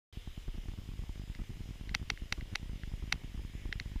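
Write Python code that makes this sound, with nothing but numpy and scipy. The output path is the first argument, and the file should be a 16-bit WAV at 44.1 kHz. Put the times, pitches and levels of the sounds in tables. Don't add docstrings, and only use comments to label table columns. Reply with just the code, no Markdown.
import sys
import numpy as np
from scipy import signal
from scipy.io import wavfile
from scipy.ndimage import uniform_filter1d

SR = 44100
rng = np.random.default_rng(int(sys.argv[2]) if len(sys.argv) > 2 else 0)


def master(y):
    cut = np.clip(np.atleast_2d(y).T, -1, 1)
    pcm = np.round(cut * 32767)
    wavfile.write(sys.argv[1], SR, pcm.astype(np.int16))


N = 176400

# t/s, level/dB, snap gap/s, low cut/Hz, high cut/Hz, slip lead/s, slip level/dB
TICK_EVENTS = [(1.35, -25.5, 0.00059, 1200, 5530, .003, -17), (1.893, -21, 0.00051, 1200, 3950, .002, -16),
               (1.9491, -1, 0.00084, 302, 18000, 0.0047, -10),
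               (2.1018, -2, 0.00085, 302, 9800, 0.0023, -15),
               (2.1752, -21.5, 0.00055, 900, 2170, 0.0019, -20),
               (2.325, -2.5, .00082, 300, 15000, 0.0021, -19),
               (2.4101, -19.5, 0.00043, 1300, 2280, .002, -17),
               (2.5563, -4, 0.00083, 300, 15000, .0036, -8), (2.8349, -18, 0.00064, 890, 1850, 0.0031, -20),
               (3.1253, 1, 0.00083, 300, 18000, .0028, -12),
               (3.7269, -6.5, 0.00057, 1320, 3440, 0.00125, -10),
               (3.7992, -12, .00048, 785, 6200, .002, -33)]
# f/Hz, level/dB, t60/s
TICK_MODES = [(805, -31.5, 0.017), (1437, -18.5, 0.0033), (2078, -16.5, 0.0079), (2575, -28.5, 0.018),
              (2658, -18.5, 0.0069), (3221, -31.5, 0.018), (3635, -20.5, 0.0032), (4336, -16.5, 0.0042),
              (5400, -28, 0.0096), (5760, -28.5, .01), (6560, -33, 0.0073), (7790, -43, 0.0069),
              (10000, -51.5, 0.0068), (10850, -30.5, 0.0015)]
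# t/s, level/dB
STRAY_THUMPS = [(0.4815, -1), (0.4868, -3), (0.541, -10), (0.5441, -6), (0.5472, -5), (0.5768, -19),
                (0.6567, -12), (0.6865, -2.5), (0.6959, -6), (0.7168, -23), (0.7364, -11), (0.9162, -13),
                (0.9367, -8), (0.9931, -2.5), (1.0215, -4), (1.037, -7), (1.1566, -6), (1.2162, -14),
                (1.2366, -8), (1.3883, -5), (1.3914, -1.5), (1.3949, -5), (1.4165, -4), (1.4942, -2),
                (1.5367, -12), (1.5696, -7.5), (1.6568, -7.5), (1.6889, -2.5), (1.8735, -4), (1.9179, -6),
                (1.9572, -5), (1.9966, -10), (2.0276, -1.5), (2.1364, -16.5), (2.3343, -13), (2.3776, -5),
                (2.3809, -3.5), (2.3837, -2), (2.3972, -11), (2.4568, -14), (2.5368, -5), (2.6569, -7),
                (2.6942, -0.5), (2.7568, -9), (2.7967, -7), (2.8754, -0.5), (2.917, -10), (2.9383, -7.5),
                (2.9561, -18), (2.9969, -9), (3.022, -14), (3.0246, -1), (3.0271, -3.5), (3.0767, -6.5),
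                (3.1343, -8), (3.157, -4), (3.2568, -16), (3.3419, -8), (3.3765, -8), (3.39, -8),
                (3.3928, -5.5), (3.3955, -4.5), (3.4064, -17), (3.4968, -7.5), (3.5765, -10), (3.6564, -3),
                (3.6913, -2.5), (3.7576, -4.5), (3.8083, -3), (3.8758, -9.5), (3.9169, -7), (3.9571, 1.5)]
# f/Hz, level/dB
HISS_SPECTRUM = [(20, 25), (60, 24), (150, 0.5), (400, 1), (800, -7), (1350, -8.5), (2100, -4.5),
                 (2500, -6.5), (2900, .3), (3500, -4.4), (4400, -9.5), (5300, -9.5), (6200, -11),
                 (7000, -10.5), (8000, -16), (13000, -18.5), (15200, -22.5)]
# t/s, level/dB
MID_RUSTLE = [(.13, -69.5), (.85, -73), (1.05, -71), (1.2, -72), (1.35, -67.5), (1.6, -69.5), (1.9, -71.5),
              (2.4, -69.5), (2.7, -69), (3.1, -67.5), (3.4, -68), (3.5, -68.5), (3.6, -61.5), (3.7, -66.5),
              (4, -65.5)]
# t/s, level/dB
HIGH_RUSTLE = [(.13, -64.5), (.5, -69), (1.2, -74), (4, -70)]
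# f/Hz, rms level/dB, rms waver/Hz
WHINE_TONES = [(5033, -77, 7), (15080, -89, 5)]


def amp(db):
    return 10 ** (np.asarray(db) / 20)


def evened(x):
    return x / np.sqrt(np.mean(x ** 2) + 1e-20)


def add(mix, s, sound):
    part = mix[round(s * SR):][:len(sound)]
    part += sound[:len(part)]


def cut(x, hz, kind, order=2):
    return signal.sosfilt(signal.butter(order, np.clip(hz, 5, .49 * SR), kind, fs=SR, output="sos"), x)


def ring(t):
    t = np.maximum(t, 0)
    return sum((-1) ** k * amp(db - 60 * t / t60) * np.sin(2 * np.pi * hz * t)
               for k, (hz, db, t60) in enumerate(TICK_MODES))


def ticks():
    first_snap_db, knock_db, scatter_db = -7, -47.5, -29
    onset_s, t60_s = .01, .068
    t = np.arange(-onset_s, 4 * onset_s, 1 / SR)
    direct = np.zeros(N)
    for s, db, gap, low_hz, high_hz, lead, slip_db in TICK_EVENTS:
        slip = amp(slip_db) * cut(ring(t + lead), 2750, "low")
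        snaps = amp(first_snap_db) * ring(t + gap) + ring(t)
        tick = cut(cut(slip + snaps, low_hz, "high"), high_hz, "low")
        add(direct, s - onset_s, amp(db + 1) * tick)
        knock = evened(cut(rng.standard_normal(len(t)), (169, 530), "band"))
        add(direct, s, amp(db + knock_db - 60 * (t + onset_s) / t60_s) * knock)
    age = np.arange(SR // 4) / SR
    tail = rng.standard_normal(len(age)) * amp(-60 * age / t60_s)
    scatter = signal.fftconvolve(direct, tail / np.linalg.norm(tail))[:N]
    return direct + amp(scatter_db) * scatter


def interference():
    beat_s, slot_s, weak_share = .1024, .02, .57
    pulse_s, edge_s, pulse_db = .0018, .00093, -23.5
    grit_db, grit_t60_s = -53, .011
    beat = [(s, 0) for s in np.arange(.1718, N / SR, beat_s)]
    slots = np.arange(.5164, N / SR, slot_s)
    filled = rng.random(len(slots)) < weak_share
    weak_db = -10.5 + rng.standard_normal(len(slots))
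    weak = list(zip(slots[filled], weak_db[filled]))
    t = np.arange(SR // 100) / SR
    pulse = np.clip(t / edge_s, 0, 1) - np.clip((t - pulse_s) / edge_s, 0, 1)
    pulses, grit_envelope = np.zeros((2, N))
    for s, db in beat + weak + list(STRAY_THUMPS):
        add(pulses, s, -amp(pulse_db + db) * pulse)
        add(grit_envelope, s, amp(grit_db + db / 2 - 60 * t / grit_t60_s))
    grit = evened(cut(rng.standard_normal(N), (418, 1255), "band"))
    return input_rolloff(pulses) + grit_envelope * grit


def input_rolloff(pulses):
    rounding, swing = 2 * np.pi * 70.4, 2 * np.pi * 30.1
    damping = .54
    poles = np.polymul([1, rounding], [1, swing * damping, swing ** 2])
    return signal.lfilter(*signal.bilinear([rounding, 0, 0], poles, SR), pulses)


def hiss():
    frames, hz = N // 256 + 5, np.fft.rfftfreq(1024, 1 / SR)
    real, imag, patches = rng.standard_normal((3, frames, len(hz)))
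    patches = uniform_filter1d(patches, size=12, axis=0)
    patch_db = 1.46 * evened(uniform_filter1d(patches, size=12, axis=1))
    shape_hz, shape_db = np.transpose(HISS_SPECTRUM)
    floor_db = np.interp(np.log(hz + 1), np.log(shape_hz), shape_db)
    spectrum = (real + 1j * imag) * amp(floor_db + patch_db)
    _, noise = signal.istft(spectrum.T, nperseg=1024, noverlap=768)
    return amp(-52) * evened(noise[:N])


def rustle(levels, band_hz):
    envelope = amp(np.interp(np.arange(N) / SR, *np.transpose(levels)))
    return envelope * evened(cut(rng.standard_normal(N), band_hz, "band"))


def whines():
    out = np.zeros(N)
    for hz, db, waver_hz in WHINE_TONES:
        waver = evened(cut(rng.standard_normal(N), 25, "low"))
        phase = 2 * np.pi * np.cumsum(hz + waver_hz * waver) / SR
        out += amp(db) * evened(np.sin(phase))
    return out


def scene():
    mix = ticks() + interference() + hiss()
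    mix += rustle(MID_RUSTLE, band_hz=(1754, 2500)) + rustle(HIGH_RUSTLE, band_hz=(2820, 3650))
    return (mix + whines())[None]


def record(dry):
    open_s, top_hz = .126, 15350
    live = dry * (np.arange(N) / SR > open_s)
    lowpass = signal.firwin(511, top_hz, window=("kaiser", 9), fs=SR)
    return signal.oaconvolve(live, lowpass[None], "same")


dry = scene()
out = record(dry)
master(out)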